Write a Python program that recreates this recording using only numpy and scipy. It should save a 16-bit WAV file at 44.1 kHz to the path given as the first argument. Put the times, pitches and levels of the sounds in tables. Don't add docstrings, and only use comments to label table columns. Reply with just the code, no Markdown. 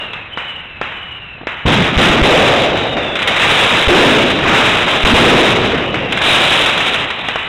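import sys
import numpy as np
from scipy import signal
from scipy.fft import rfft, irfft, next_fast_len
from scipy.io import wavfile
from scipy.ndimage import map_coordinates

SR = 44100
rng = np.random.default_rng(int(sys.argv[2]) if len(sys.argv) > 2 else 0)


def inscribe(sig):
    pcm = np.round(np.clip(np.atleast_2d(sig).T, -1, 1) * 32767)
    wavfile.write(sys.argv[1], SR, pcm.astype(np.int16))


N = 329868
TIME_S = np.arange(N) / SR


def amp(db):
    return 10 ** (np.asarray(db) / 20)


def unit(x):
    return x / np.sqrt(np.mean(x ** 2) + 1e-20)


def shape(points):
    points_hz, db = np.transpose(points)
    return lambda hz: amp(np.interp(np.log(hz + 1), np.log(points_hz), db))


def hump(centre_hz, q):
    return lambda hz: 1 / np.hypot(1, q * ((hz + 1) / centre_hz - centre_hz / (hz + 1)))


def filtered(x, gain):
    size = next_fast_len(len(x) + 8192)
    return irfft(rfft(x, size) * gain(np.fft.rfftfreq(size, 1 / SR)), size)[:len(x)]


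def noise(gain, size):
    return unit(filtered(rng.standard_normal(size), gain))


def wobble(rate_hz, size):
    knots = rng.standard_normal(int(size * rate_hz / SR) + 4)
    return map_coordinates(knots, [np.arange(size) * rate_hz / SR])


def add(track, start_s, sound):
    part = track[max(round(start_s * SR), 0):][:len(sound)]
    part += sound[:len(part)]


def since(start_s):
    return np.maximum(TIME_S - start_s, 0)


def scattered(x, t60_s, wet_db):
    t = TIME_S[:SR // 2]
    tail = rng.standard_normal(len(t)) * amp(-60 * t / t60_s)
    return x + amp(wet_db) * signal.fftconvolve(x, tail / np.linalg.norm(tail))[:N]


# frequency in Hz, density in dB.
NIGHT_SPECTRUM = [(20, -13), (70, -1), (130, -3), (250, -11), (600, -20.5), (2500, -14.5), (4000, -40)]

def night():
    return amp(-38) * noise(shape(NIGHT_SPECTRUM), N) * amp(0.59 * wobble(11, N))


# start in seconds, initial pitch in Hz, full burn in seconds,
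# level in dB, burnout level in dB.
SPINNERS = [(-.2, 2950, .25, -22, -31), (.3, 3040, .27, -26.5, -33.5), (0.889, 3055, .27, -29.5, -34.5),
            (1.52, 2990, .14, -33, -41), (2.66, 3856, 0.32, -26, -26), (2.74, 3010, 0.19, -26.5, -30),
            (5.761, 3020, .2, -26, -26.5), (7.299, 3033, .2, -27, -30)]

def whistles():
    sag_hz_per_s, burnout_sag_hz_per_s = 520, 1050
    burnout_s, fade_s, step_s, step_hz = 0.24, 0.025, 0.0395, 70.9
    out = np.zeros(N)
    for start_s, start_hz, burn_s, burn_db, burnout_db in SPINNERS:
        t = TIME_S[:SR] + max(-start_s, 0)
        late_s = np.maximum(t - burn_s, 0)
        step = np.minimum(late_s / step_s, 1)
        sag_hz = sag_hz_per_s * (t - late_s) + step_hz * step + burnout_sag_hz_per_s * late_s
        pitch_hz = start_hz - sag_hz + 78 * wobble(600, len(t))
        fade = np.clip(np.minimum(t, burnout_s - late_s) / fade_s, 0, 1)
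        level_db = burn_db + (burnout_db - burn_db) * step + 2.9 * wobble(91.4, len(t))
        add(out, start_s, fade * amp(level_db) * np.sin(2 * np.pi * np.cumsum(pitch_hz) / SR))
    return amp(0.5) * scattered(out, t60_s=1.0, wet_db=-4.5)


# peak time in seconds, level in dB, 16 dB swell in seconds,
# hold in seconds, t60 in seconds, body (extra gain on the pops) in dB.
STAR_CLOUDS = [(0, -28, .1, .02, 0.77, -1), (3.428, -6.5, .17, .32, 1.27, -4.5),
               (4.484, -14, 0.068, 0.1, 0.67, 6), (4.553, -7, 0.077, 0.058, 3.27, -3.5),
               (6.291, -6, 0.15, 0.24, 2.6, -7)]

def clouds():
    for peak_s, level_db, swell_s, hold_s, t60_s, body_db in STAR_CLOUDS:
        swell = amp(-16 * np.maximum(peak_s - TIME_S, 0) / swell_s)
        yield swell * amp(level_db - 60 * since(peak_s + hold_s) / t60_s), body_db


def sparks(spectrum, rate_hz, spread_db):
    fires = rng.random(N) < rate_hz / SR
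    sizes = fires * amp(spread_db * np.clip(rng.standard_normal(N), -2, 2))
    decay = np.exp(-TIME_S[:SR // 8] / 0.0071)
    energy = np.abs(signal.fftconvolve(sizes ** 2, decay / decay.sum())[:N])
    tails = amp(5.0) * np.sqrt(energy) * rng.standard_normal(N)
    impulses = sizes * rng.choice([-1, 1], N)
    return unit(filtered(impulses + tails, shape(spectrum)))


# frequency in Hz, density in dB.
SNAP_SPECTRUM = [(200, -34), (900, -20.5), (1700, -13), (2400, 1), (3200, 1), (3900, 0.5), (4600, -16.5)]
POP_SPECTRUM = [(20, -14), (60, -11.5), (120, -2), (200, -4), (330, -3), (600, 0), (900, -2), (1300, -1.5),
                (1900, -3.5), (2800, -5.5), (4400, -38)]

def crackle():
    embers = amp(-39.5 - 60 * TIME_S / 12)
    showers = [(embers, -1.5), *fizz(), *clouds()]
    snap_gain = np.linalg.norm([envelope for envelope, _ in showers], axis=0)
    pop_gain = np.linalg.norm([envelope * amp(body_db) for envelope, body_db in showers], axis=0)
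    bunching = amp(1.37 * wobble(35, N))
    snaps = amp(-1.3) * sparks(SNAP_SPECTRUM, rate_hz=1500, spread_db=3.5)
    pops = amp(3.5) * sparks(POP_SPECTRUM, rate_hz=1100, spread_db=5.0)
    big_snaps = amp(-9.5) * sparks(TREE_SPECTRUM, rate_hz=35, spread_db=1.0)
    return bunching * (snap_gain * (snaps + big_snaps) + pop_gain * pops)


# start in seconds, level in dB, centre in Hz, echo in dB.
SMALL_CHARGES = [(.134, -11.5, 3200, -26.5), (.374, -10, 1260, -21), (.8138, -8.5, 1190, -19),
                 (1.381, -32, 500, -58), (1.413, -25, 450, -49), (1.433, -25.5, 500, -56),
                 (1.4707, -8.5, 1400, -19.5), (2.969, -8, 1400, -17), (5.7424, -17, 1200, -17),
                 (5.942, -6, 1390, -17.5), (7.2861, -3.5, 1510, -20), (7.3577, -5.5, 1000, -19)]
# start in seconds, level in dB, t60 in seconds.
STAR_CLUSTERS = [(3.155, -9, 0.11), (3.190, -9.5, 0.11), (3.2198, -6.5, 0.12), (3.2741, -0.5, 0.13),
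                 (3.362, -7, .12), (3.8264, -7, 0.14), (6.1235, -2, 0.043), (6.174, -6.5, 0.063),
                 (6.215, -3.5, 0.1), (6.66, -1, 0.075), (6.7775, -4, 0.038), (6.8037, -5, 0.084),
                 (6.865, -7.5, 0.1), (6.9424, -5, 0.087), (7.1033, -9.5, .07)]
# frequency in Hz, density in dB.
TREE_SPECTRUM = [(60, -17), (150, -12), (400, -9.5), (900, -2.5), (1600, -1), (2700, 0.5), (3400, -10),
                 (4200, -13)]

def reports():
    out, t = np.zeros(N), TIME_S[:2 * SR]
    single_t60_s, cluster_hz = 0.031, 2530
    singles = [(start_s, db, hz, single_t60_s, echo_db) for start_s, db, hz, echo_db in SMALL_CHARGES]
    clusters = [(start_s, db, cluster_hz, t60_s, db - 16.5) for start_s, db, t60_s in STAR_CLUSTERS]
    for start_s, level_db, centre_hz, t60_s, echo_db in singles + clusters:
        phase = np.pi * centre_hz * t
        front = amp(12.0) * phase * (2 - phase) * np.exp(-phase)
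        band = lambda hz: hump(centre_hz, q=0.7)(hz) / np.hypot(1, (hz / (1.8 * centre_hz)) ** 2)
        crack = noise(band, len(t)) * amp(-60 * t / t60_s)
        decay = amp(-60 * t / 0.83) + amp(-7.0 - 60 * t / 3.5)
        echo = noise(shape(TREE_SPECTRUM), len(t)) * decay * (1 - np.exp(-t / 0.0021))
        add(out, start_s, amp(level_db + 0.5) * (front + crack) + amp(echo_db - 2.0) * echo)
    return out


def echoes(centre_hz, size):
    band = lambda hz: hump(centre_hz, q=1.4)(hz) / np.hypot(1, (hz / 800) ** 4)
    return noise(band, size) * amp(2.3 * wobble(34.68, size))


# start in seconds, blast level in dB and frequency in Hz,
# roar level in dB and centre in Hz, roar swell and t60 in seconds, roll level in dB and centre in Hz,
# fizz level in dB and hold in seconds.
SHOTS = [(1.654, 10, 147, -4, 182, 0.0095, 1, -19, 256, -10, 0.077),
         (1.969, 17.5, 62.6, -4.5, 235, 0.013, 1.7, -11, 290, -3, 0),
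         (2.218, 13, 53.7, 3.5, 526, 0.066, 1.4, -10, 580, -5, 0.19),
         (3.875, 9, 68, 5.5, 345, 0.026, 1.46, -11.5, 215, -2.5, 0.14),
         (5.040, 10.5, 48.7, 0, 207, 0.041, 1.4, -12, 145, -2.5, 0.021),
         (5.136, 11, 56, 8, 406, 0.084, 1.03, -8, 405, -5.5, 0.2)]

def booms():
    out, t = np.zeros(N), TIME_S[:3 * SR]
    slap_delay_s = 0.13
    for start_s, blast_db, blast_hz, roar_db, roar_hz, swell_s, t60_s, roll_db, roll_hz, *_ in SHOTS:
        cycles = t * blast_hz
        swing = np.sin(2 * np.pi * cycles) * np.exp(-(cycles / 0.5) ** 2)
        tear = amp(-13.5 - 60 * t / 0.033) * noise(hump(460, q=0.9), len(t))
        blast = amp(blast_db) * (swing + tear)
        roar = amp(roar_db - 60 * t / t60_s) * (1 - np.exp(-t / swell_s)) * echoes(roar_hz, len(t))
        roll = amp(roll_db - 60 * t / 4.26) * (1 - np.exp(-t / 0.17)) * echoes(roll_hz, len(t))
        rumble = amp(-19.5 - 60 * t / 4.2) * noise(hump(110, q=0.77), len(t))
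        thud = amp(-4.5 - 60 * t / 0.14) * noise(hump(36, q=0.66), len(t))
        add(out, start_s, blast + roar + roll + rumble + thud)
        add(out, start_s + slap_delay_s, amp(-19) * blast)
    return out


def fizz():
    swell_s, t60_s, body_db = 0.013, 1.64, -2.5
    for start_s, *_, level_db, hold_s in SHOTS:
        swell = 1 - np.exp(-since(start_s) / swell_s)
        yield swell * amp(level_db - 60 * since(start_s + hold_s) / t60_s), body_db


def scene():
    return (night() + booms() + reports() + crackle() + whistles())[None]


def record(dry):
    converter_hz, cutoff_hz = 8000, 15900
    ceiling, knee = 1.25, 1.2
    narrow = signal.resample(dry[0], N * converter_hz // SR)
    clipped = np.clip(narrow, -0.7, 0.7)
    gritty = clipped * (1 + amp(-22.5) * rng.standard_normal(len(clipped)))
    band_limit = signal.firwin(17641, converter_hz / 2, fs=SR * 80)
    upsampled = signal.resample_poly(gritty, up=441, down=80, window=band_limit)[:N]
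    saturated = upsampled / (1 + np.abs(upsampled / ceiling) ** knee) ** (1 / knee)
    treble = shape([(4000, -1), (5000, 2.5), (7000, 2.0), (9000, 1.5), (11500, 0.0), (15500, 2.0)])
    return filtered(saturated, lambda hz: treble(hz) * (hz < cutoff_hz))[None]


dry = scene()
out = record(dry)
inscribe(out)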